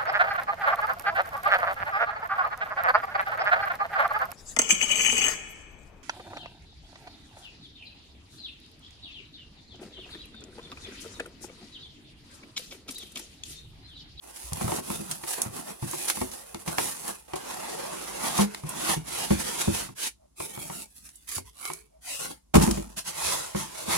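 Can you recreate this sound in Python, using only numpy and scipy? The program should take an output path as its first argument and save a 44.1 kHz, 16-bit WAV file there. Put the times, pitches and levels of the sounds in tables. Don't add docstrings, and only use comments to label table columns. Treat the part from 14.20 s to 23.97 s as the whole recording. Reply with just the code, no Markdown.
import sys
import numpy as np
from scipy import signal
from scipy.fft import rfft, irfft, next_fast_len
from scipy.io import wavfile
from scipy.ndimage import map_coordinates

SR = 44100
rng = np.random.default_rng(int(sys.argv[2]) if len(sys.argv) > 2 else 0)


def generate_wav(sig):
    pcm = np.round(np.clip(np.atleast_2d(sig).T, -1, 1) * 32767).astype(np.int16)
    wavfile.write(sys.argv[1], SR, pcm)


N = 430857
TIME = np.arange(N) / SR

# hz, gain_db
ROOM_TONE = [(20, -20), (38, -19), (58, 5), (85, -17.5), (200, -18.5), (400, -25), (900, -32.5),
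             (2000, -42.5), (6000, -39), (16000, -39)]
# hz, t60_s
ROOM_T60 = [(100, 0.31), (300, 0.19), (1000, 0.083), (4000, 0.2), (14000, 0.14)]
# hz, likeness (0-1)
LIKENESS = [(100, 0.98), (250, 0.95), (700, 0.68), (1200, 0.47), (2500, 0), (8000, 0), (16000, 0.4)]
# hz, gain_db
LEFT_PORT = [(15, -18.5), (45, -0.5), (4000, 1.5), (6500, 4), (8000, 4.5), (9000, 3.5), (10300, -6.5),
             (13000, -12), (16000, -13.5)]
RIGHT_PORT = [(15, -22.5), (45, -1), (4000, 1.5), (6500, 3), (8000, -1.5), (9300, 3), (10200, 9),
              (11300, 2), (13000, -4.5), (16000, -12.5)]
# start_s, length_s, level_db, first_hz, last_hz
HUMS = [(5.961, 0.15, -60, 649, 602), (7.236, 0.079, -57, 950, 1030), (7.678, 0.16, -59, 591, 676)]
# start_s, level_db, pitch_hz, t60_s
LANDINGS = [(0.241, -37.5, 59, 0.42), (2.012, -34, 72.4, 0.11), (5.107, -19.5, 67, 0.15),
            (5.479, -14, 89, 0.066), (6.84, -50, 62, 0.18), (7.166, -32, 96, 0.094), (7.25, -45, 58, 0.31),
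            (8.357, -7.5, 57, 0.17), (8.5, -23.5, 51, 0.48)]
# start_s, level_db, decay_s, brightness_db_per_octave
SNAPS = [(0.332, -23, 0.0031, 5.5), (0.563, -27, 0.0036, 3), (0.912, -23.5, 0.0083, 2.5),
         (1.037, -31.5, 0.004, -7), (1.2175, -14, 0.0038, 10.5), (1.233, -44, 0.002, 10),
         (1.712, -24, 0.0021, 12), (1.882, -23.5, 0.013, 1.5), (1.899, -16.5, 0.0053, -1),
         (2.115, -36, 0.011, 3), (2.345, -30, 0.003, -4), (2.477, -29.5, 0.015, -2.5),
         (2.583, -16, 0.002, -5.5), (3.134, -32.5, 0.005, -8), (3.157, -31.5, 0.011, 2.5),
         (4.178, -20, 0.0051, 4), (4.3464, -26, 0.0024, -4), (4.491, -26, 0.0079, 24),
         (6.62, -40, 0.0038, 15), (6.89, -43, 0.0046, 1.5), (6.956, -41.5, 0.0086, 22),
         (7.18, -29, 0.0047, 5), (7.453, -25.5, 0.0018, -2), (7.535, -22.5, 0.0012, 10),
         (8.355, -19.5, 0.0064, 15), (8.423, -23.5, 0.017, 1), (8.511, -21, 0.0037, 2.5)]
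# start_s, thump_db, thump_hz, slap_db
KNOCKS = [(0.321, -22.5, 82.5, -32), (0.411, -25.5, 185, -23.5), (0.443, -15.5, 111.6, -47),
          (0.48, -26, 85, -24), (0.519, -23.5, 318, -20), (0.585, -25, 245, -28), (0.701, -23, 228, -24.5),
          (0.795, -24, 220, -47), (1.036, -36, 356, -32), (1.261, -24, 115, -43), (1.625, -19, 129.7, -30),
          (1.734, -29, 370, -27.5), (1.971, -29, 219, -29.5), (2.014, -17, 253, -21.5),
          (2.345, -28, 230, -28.5), (2.476, -22.5, 182, -27.5), (2.584, -25, 295, -15.5),
          (3.135, -25, 375, -23.5), (3.159, -29, 408, -29), (4.436, -23, 147, -34), (4.692, -25, 212, -22),
          (4.766, -20.5, 158, -51), (5.106, -6, 213.4, -21), (5.476, -10, 218, -29.5),
          (5.689, -34.5, 129, -37.5), (6.202, -36, 107, -25), (6.375, -32, 130, -29.5),
          (6.499, -32.5, 183, -28), (7.18, -36, 254, -30.5), (7.5, -31.5, 383, -27),
          (8.341, -8, 222.5, -12), (8.354, -1, 233, -9), (8.372, -7, 176.4, -29), (8.411, -15, 225, -26),
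          (8.476, -11, 225, -23), (8.574, -18, 220, -31), (9.348, -17, 198, -24.5), (9.68, -22, 228, -35)]
# start_s, thump_db, thump_hz, slap_db, thump_t60_s
POPS = [(4.189, -14.5, 202, -11.5, 0.25)]
# pitch_hz, level_db, t60_s
BOARD_MODES = [(310, -18.5, 0.12), (344, -8, 0.073), (389.5, -2.5, 0.39), (440, -6.5, 0.81),
               (520, -11, .08), (653, 5.5, 0.047), (880, 2, 0.023), (990, 6, 0.043), (1070, 2.5, 0.017),
               (1280, -15.5, 0.046), (1760, -4.5, 0.011), (2247, -9, 0.2), (2800, -6.5, 0.07)]
# multiple_of_pitch, level_db, t60_s
PANEL_PARTIALS = [(0.418, -15.5, 0.11), (1.5, -9.5, 0.11), (1.85, -6.5, 0.071), (2.598, -13, 0.094)]
# hz, gain_db
HISS = [(700, -40.5), (1400, 5), (2200, 4.5), (3500, 3.5), (5000, 0.5), (7000, 0), (10000, 1.5), (16000, 0)]
RASP = [(110, -32), (210, -7.5), (330, 2), (460, 4), (620, 3), (900, 2), (1150, -2), (1600, -10),
        (2600, -15), (6000, -66)]
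RUMBLE = [(20, -30), (45, -6), (80, -13.5), (130, -1.5), (190, 6), (280, 1), (420, -28), (900, -67.5)]
# hz, gain_db
SCRAPE = [(400, -35), (750, -16.5), (950, 5.5), (1200, 3.5), (1550, -18.5), (1950, -10), (2270, 12.5),
          (2700, -5.5), (3700, -13.5), (6000, -49.5)]
# start_s, rise_s, hold_s, release_s, hiss_db, rasp_db, rumble_db
STROKES = [(0, 0.038, 2.9, .2, -48, -54, -71.5), (0.111, 0.056, 0.091, 0.12, -39, -56, -73),
           (0.3, .12, .15, 0.057, -32, -37, -42), (0.608, 0.073, 0.086, 0.23, -36, -45, -41.5),
           (0.868, 0.034, 0.014, 0.11, -34.5, -44.5, -42.5), (1.007, 0.08, 0.074, 0.051, -30, -43.5, -73),
           (1.154, 0.027, 0.089, 0.069, -40.5, -39.5, -53), (1.314, 0.034, .05, 0.096, -37.5, -43, -46),
           (1.447, 0.042, 0.032, 0.021, -36.5, -40, -48.5), (1.603, 0.015, 0.058, .05, -38.5, -51, -53),
           (1.644, 0.042, 0.17, 0.13, -33.5, -46.5, -60), (1.87, 0.015, 0.008, 0.05, -22.5, -33, -59.5),
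           (1.913, 0.042, 0.053, 0.11, -32, -45, -52.5), (2.107, 0.0082, 0.0085, 0.21, -38.5, -46, -53.5),
           (2.373, 0.026, .03, 0.031, -46, -56, -66), (2.448, 0.022, .04, 0.28, -36, -40.5, -51),
           (2.533, 0.057, 0.1, .22, -30, -41.5, -50.5), (2.763, .14, 0.0051, 0.056, -31.5, -37.5, -48.5),
           (4.262, 0.056, 0.075, 0.12, -47, -49.5, -56), (4.422, 0.074, 0.053, 0.35, -39, -40, -48),
           (4.503, 0.2, 0.032, 0.04, -25, -31.5, -42), (5.743, 0.099, 0.03, 0.028, -26.5, -41.5, -70),
           (6.152, 0.067, 0.036, 0.1, -34, -44, -55), (6.285, .07, 0.21, .1, -38.5, -48, -50.5),
           (6.506, 0.043, 0.082, 0.028, -36.5, -50.5, -61.5), (6.578, 0.13, .36, 0.15, -56, -86, -75),
           (6.737, 0.025, 0.027, 0.083, -46.5, -72, -65), (6.82, 0.037, 0.017, 0.038, -43.5, -60, -62),
           (7.067, 0.023, .1, 0.024, -33, -46.5, -69), (7.219, 0.043, 0.016, 0.082, -50, -73, -60),
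           (7.325, 0.14, .03, 0.09, -34, -40, -70), (7.802, 0.1, 0.054, 0.11, -33, -49, -69),
           (7.982, 0.015, 0.057, 0.062, -32.5, -39.5, -50.5),
           (8.075, 0.026, 0.015, 0.049, -40.5, -45.5, -49), (8.336, .01, 0.018, 0.07, -22, -20, -23.5),
           (8.406, 0.012, 0.013, 0.18, -26, -29.5, -25.5), (8.759, 0.015, 0.019, 0.039, -32, -46, -52),
           (8.834, 0.045, .015, 0.038, -31.5, -42, -53), (8.875, 0.19, 0.073, 0.18, -26.5, -32.5, -61),
           (9.342, 0.021, 0.051, .13, -33.5, -38, -47), (9.489, 0.083, 0.064, 0.056, -38, -43, -63),
           (9.631, .1, .05, .1, -25, -29, -40)]
# time_s, sliding_level_db
FIRST_PULL = [(3.08, -59), (3.168, -47.5), (3.276, -46.5), (3.306, -40.5), (3.334, -43), (3.988, -42),
              (4.06, -34), (4.132, -36.5), (4.188, -28.5), (4.222, -31.5), (4.282, -51.5), (4.32, -72)]
SECOND_PULL = [(4.84, -65.5), (4.882, -41.5), (5.048, -36), (5.094, -42.5), (5.124, -34), (5.17, -44.5),
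               (5.202, -36.5), (5.248, -40), (5.292, -33.5), (5.306, -39), (5.38, -38.5), (5.416, -27.5),
               (5.43, -37.5), (5.53, -40), (5.546, -32), (5.638, -40.5), (5.74, -64)]

# (from s, to s)
FOLD, DRAW, CLEAR, SHOVE = (0, 3.05), (3.05, 6.1), (6.1, 7.03), (7.03, 7.7)
SWING, TUMBLE, SETTLE = (7.7, 8.3), (8.3, 8.74), (8.74, 9.8)
RISE_POWER, RELEASE_DB = 1.53, 18
THUMP_T60 = 0.066
PUSH_S = 0.0025
TICK_DB, TICK_S, TICK_TILT_DB = -8.5, 0.0028, -7.5
BOOM_DB, BOOM_HZ, BOOM_T60 = -30, 69, 0.35
PORT_LAG = 41
EDGE_HZ = 16000


def amp(db):
    return 10 ** (np.asarray(db) / 20)


def unit(x):
    return x / np.sqrt(np.mean(x ** 2) + 1e-20)


def read(points, hz):
    f, value = np.transpose(points)
    return np.interp(np.log(hz + 1), np.log(f + 1), value)


def add(mix, s, sound):
    part = mix[..., max(round(s * SR), 0):][..., :sound.shape[-1]]
    part += sound[..., :part.shape[-1]]


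def colour(x, points, size=4096):
    log_gain = np.log(amp(read(points, abs(np.fft.fftfreq(size, 1 / SR)))))
    spectrum = np.exp(np.conj(signal.hilbert(log_gain)))
    taps = np.fft.ifft(spectrum).real[:size // 2]
    return signal.oaconvolve(np.atleast_2d(x), taps[None], axes=1)[:, :x.shape[-1]]


def scatter(pair):
    size = next_fast_len(pair.shape[1])
    a, b = rfft(pair, size)
    same = np.clip(read(LIKENESS, np.fft.rfftfreq(size, 1 / SR)), 0, 1)
    mixed = same * a + np.sqrt(1 - same ** 2) * b
    return irfft(np.array([a, mixed]), size)[:, :pair.shape[1]]


def ring(t, hz, t60):
    return np.sin(2 * np.pi * hz * t) * amp(-60 * t / max(t60, .005))


def room_tone(level_db):
    noise = scatter(rng.standard_normal((2, N)))
    return amp(level_db) * unit(colour(noise, ROOM_TONE))


def room(x, build_up):
    size = SR // 2
    reflections = rng.standard_normal((2, size)) * (rng.random((2, size)) < 3000 / SR)
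    hz, t, z = signal.stft(scatter(reflections), SR, nperseg=256)
    decay = amp(-60 * t / read(ROOM_T60, hz)[:, None])
    tail = signal.istft(z * decay, SR, nperseg=256)[1][:, :size]
    tail = unit(tail * (1 - np.exp(-TIME[:size] / build_up))) / np.sqrt(size)
    return signal.oaconvolve(x, tail, axes=1)[:, :N]


def hums(level_db, width_hz):
    out = np.zeros(N)
    for s, length, db, first_hz, last_hz in HUMS:
        noise = rng.standard_normal(SR) + 1j * rng.standard_normal(SR)
        blur = signal.lfilter([1], [1, -np.exp(-np.pi * width_hz / SR)], noise)
        pitch = np.linspace(first_hz, last_hz, round(length * SR))
        carrier = np.exp(2j * np.pi * np.cumsum(pitch) / SR)
        tone = unit((blur[-len(carrier):] * carrier).real)
        add(out, s, amp(db + level_db) * tone * np.hanning(len(tone)))
    return out


def landings():
    out, t = np.zeros(N), np.arange(SR // 2) / SR
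    push = 1 - np.exp(-t / PUSH_S)
    for s, db, hz, t60 in LANDINGS:
        add(out, s, amp(db) * ring(t, hz, t60) * push)
    return np.array([out, out])


def snaps(level_db, shared):
    out, t = np.zeros((2, N)), np.arange(SR // 16) / SR
    shared = np.clip(shared, 0, 1)
    ticks = [(s, slap_db + TICK_DB, TICK_S, TICK_TILT_DB) for s, _, _, slap_db in KNOCKS]
    for s, db, decay, tilt in SNAPS + ticks:
        common, *own = rng.standard_normal((3, len(t)))
        cracks = np.sqrt(shared) * common + np.sqrt(1 - shared) * np.array(own)
        spectrum = [(200, -15 - 2 * tilt), (1000, -2 * tilt), (4000, 0.018), (8000, tilt), (16000, tilt)]
        burst = unit(colour(cracks, spectrum, size=512))
        add(out, s, amp(db + level_db) * burst * np.exp(-t / max(decay, .0005)))
    return out


def panel_thump(t, hz, t60):
    thump = ring(t, hz, t60)
    thump += sum(amp(db) * ring(t, hz * multiple, life) for multiple, db, life in PANEL_PARTIALS)
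    return thump + amp(BOOM_DB) * ring(t, BOOM_HZ, BOOM_T60)


def board_slap(t):
    slap = np.zeros(len(t))
    shares, shifts = rng.uniform(-1, 1, (2, len(BOARD_MODES)))
    for (hz, db, t60), share, shift in zip(BOARD_MODES, shares, shifts):
        slap += amp(db + 1.4 * share) * ring(t, hz * (1 + .05 * shift), t60)
    return slap / abs(slap).max()


def flute_crush(t, t60):
    noise = colour(rng.standard_normal(len(t)), RASP)[0]
    return unit(noise) * amp(-60 * t / t60)


def knocks(thump_db, slap_db, crush_db, crush_t60):
    out, t = np.zeros(N), np.arange(SR // 2) / SR
    short, push = t[:SR // 6], 1 - np.exp(-t / PUSH_S)
    for s, low_db, hz, high_db, t60 in POPS + [(*row, THUMP_T60) for row in KNOCKS]:
        add(out, s, amp(low_db + thump_db) * panel_thump(t, hz, t60) * push)
        slap = board_slap(short) + amp(crush_db) * flute_crush(short, crush_t60)
        add(out, s, amp(high_db + slap_db) * slap)
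    return np.array([out, out])


def wander(t, per_s):
    knots = rng.standard_normal(4000)
    return unit(np.interp(t * per_s, np.arange(len(knots)), knots))


def grains(size, per_s, spread_db, length):
    sizes = amp(spread_db * np.minimum(rng.exponential(1, size), 3.5))
    slips = sizes * (rng.random(size) < per_s / SR)
    power = signal.lfilter([1], [1, -np.exp(-1 / (length * SR))], slips ** 2)
    return unit(np.sqrt(power) * rng.standard_normal((2, size)))


def drift(x, depth_db, lasts_s, width_hz, fade_hz):
    hz, t, z = signal.stft(x, SR, nperseg=1024, noverlap=768)
    place = np.cumsum(1 / (width_hz * np.sqrt(hz / 1000 + 0.088))) * hz[1]
    grid = np.meshgrid(place, t / lasts_s, indexing="ij")
    field = map_coordinates(rng.standard_normal((400, 400)), grid, order=3, mode="wrap")
    depth = depth_db * (0.17 + 0.67 / (1 + (hz[:, None] / fade_hz) ** 2))
    gain = amp(depth * field)
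    gain /= np.sqrt(np.mean(gain ** 2, axis=1, keepdims=True))
    return signal.istft(z * gain, SR, nperseg=1024, noverlap=768)[1][:, :x.shape[1]]


def board_ring(x):
    t = TIME[:SR // 4]
    modes = sum(amp(db) * ring(t, hz, t60) / np.sqrt(max(t60, .005)) for hz, db, t60 in BOARD_MODES)
    return signal.oaconvolve(x, modes[None], axes=1)[:, :x.shape[1]]


def strokes(stage):
    power = np.zeros((3, N))
    for start, rise, hold, release, *db in STROKES:
        if stage[0] <= start < stage[1]:
            t = TIME[:round((rise + hold + 3 * release) * SR)]
            swell = np.minimum(t / rise, 1) ** RISE_POWER
            fall = amp(-RELEASE_DB * np.maximum(t - rise - hold, 0) / release)
            add(power, start, (amp(db)[:, None] * swell * fall) ** 2)
    return np.sqrt(power)


def pull(curve, hiss_db, rasp_db, rumble_db, rasp_follows, rumble_follows):
    s, db = np.transpose(curve)
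    usual = np.median(db)
    swing = np.interp(TIME, s, db) - usual
    levels = [hiss_db + swing, rasp_db + rasp_follows * swing, rumble_db + rumble_follows * swing]
    return amp(usual + np.array(levels)) * ((TIME >= s[0]) & (TIME < s[-1]))


def friction(stage, grit_db, judder_db, drift_db, ring_db, scrape_db, tilt_db, top_db, pan_db, pulls=0):
    levels = strokes(stage) + pulls
    hiss, rasp, rumble = levels[:, round(stage[0] * SR):round((stage[1] + .3) * SR)]
    t = TIME[:len(hiss)]
    grip = unit(amp(judder_db * wander(t, per_s=65)))
    slips = rng.standard_normal((2, len(t)))
    slips += amp(grit_db) * grains(len(t), per_s=420, spread_db=2.5, length=0.00043)
    slips += amp(grit_db - 5.5) * grains(len(t), per_s=35, spread_db=2.0, length=0.0046)
    slips = unit(drift(scatter(slips), drift_db, lasts_s=.07, width_hz=121.3, fade_hz=4200))
    surface = [(hz, db + tilt_db * np.log2(hz / 5000) + top_db * (hz > 9000)) for hz, db in HISS]
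    contact = hiss * unit(colour(slips, surface))
    panels = unit(colour(slips, RASP))
    panels += amp(ring_db) * unit(board_ring(slips))
    panels += amp(scrape_db) * unit(colour(slips, SCRAPE))
    flexing = rumble * unit(colour(slips, RUMBLE))
    pan = amp([[pan_db / 2], [-pan_db / 2]])
    out = np.zeros((2, N))
    add(out, stage[0], (grip * (contact + rasp * unit(panels)) + flexing) * pan)
    return out


def rubbing():
    pulls = pull(FIRST_PULL, hiss_db=3.0, rasp_db=2.0, rumble_db=-8.5, rasp_follows=0.87, rumble_follows=0.96)
    pulls += pull(SECOND_PULL, hiss_db=4.5, rasp_db=-3.0, rumble_db=-10.5, rasp_follows=0.88,
                  rumble_follows=.3)
    out = friction(FOLD, grit_db=-4.5, judder_db=1.55, drift_db=4.0, ring_db=-29, scrape_db=-14,
                   tilt_db=4.5, top_db=0.4, pan_db=-0.5)
    out += friction(DRAW, grit_db=-11, judder_db=1.3, drift_db=4.0, ring_db=-28, scrape_db=-36,
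                    tilt_db=2.36, top_db=-1.5, pan_db=-1.2, pulls=pulls)
    out += friction(CLEAR, grit_db=-3.0, judder_db=1.5, drift_db=8.0, ring_db=-47, scrape_db=-4,
                    tilt_db=5.0, top_db=0.5, pan_db=0.5)
    out += friction(SHOVE, grit_db=1, judder_db=2.0, drift_db=8.0, ring_db=-29, scrape_db=6.5,
                    tilt_db=3.5, top_db=0.0, pan_db=-2.5)
    out += friction(SWING, grit_db=-10, judder_db=0.5, drift_db=8.0, ring_db=-24, scrape_db=-7.5,
                    tilt_db=2.5, top_db=1.0, pan_db=2.0)
    out += friction(TUMBLE, grit_db=-0.5, judder_db=1.5, drift_db=4.5, ring_db=-9, scrape_db=-14.5,
                    tilt_db=6.5, top_db=-6.0, pan_db=-0.3)
    out += friction(SETTLE, grit_db=-12.0, judder_db=0.9, drift_db=4.5, ring_db=4, scrape_db=0,
                    tilt_db=2.7, top_db=-3.0, pan_db=-0.7)
    return out


def scene():
    rubs = rubbing() + hums(level_db=-2.0, width_hz=27)
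    blows = knocks(thump_db=0.5, slap_db=-2, crush_db=-3.5, crush_t60=0.069) + landings()
    cracks = snaps(level_db=0.5, shared=0.2)
    echoes = room(amp(-16.5) * rubs + amp(-7) * blows + amp(-9.5) * cracks, build_up=0.0014)
    return rubs + blows + cracks + echoes + room_tone(level_db=-63.5)


def record(dry):
    left = np.pad(dry[0], (PORT_LAG, 0))[:N]
    ports = np.vstack([colour(left, LEFT_PORT), colour(dry[1], RIGHT_PORT)])
    low_pass = signal.firwin(401, EDGE_HZ, window=("kaiser", 9), fs=SR)
    return signal.oaconvolve(ports, low_pass[None], "same")


dry = scene()
out = record(dry)
generate_wav(out)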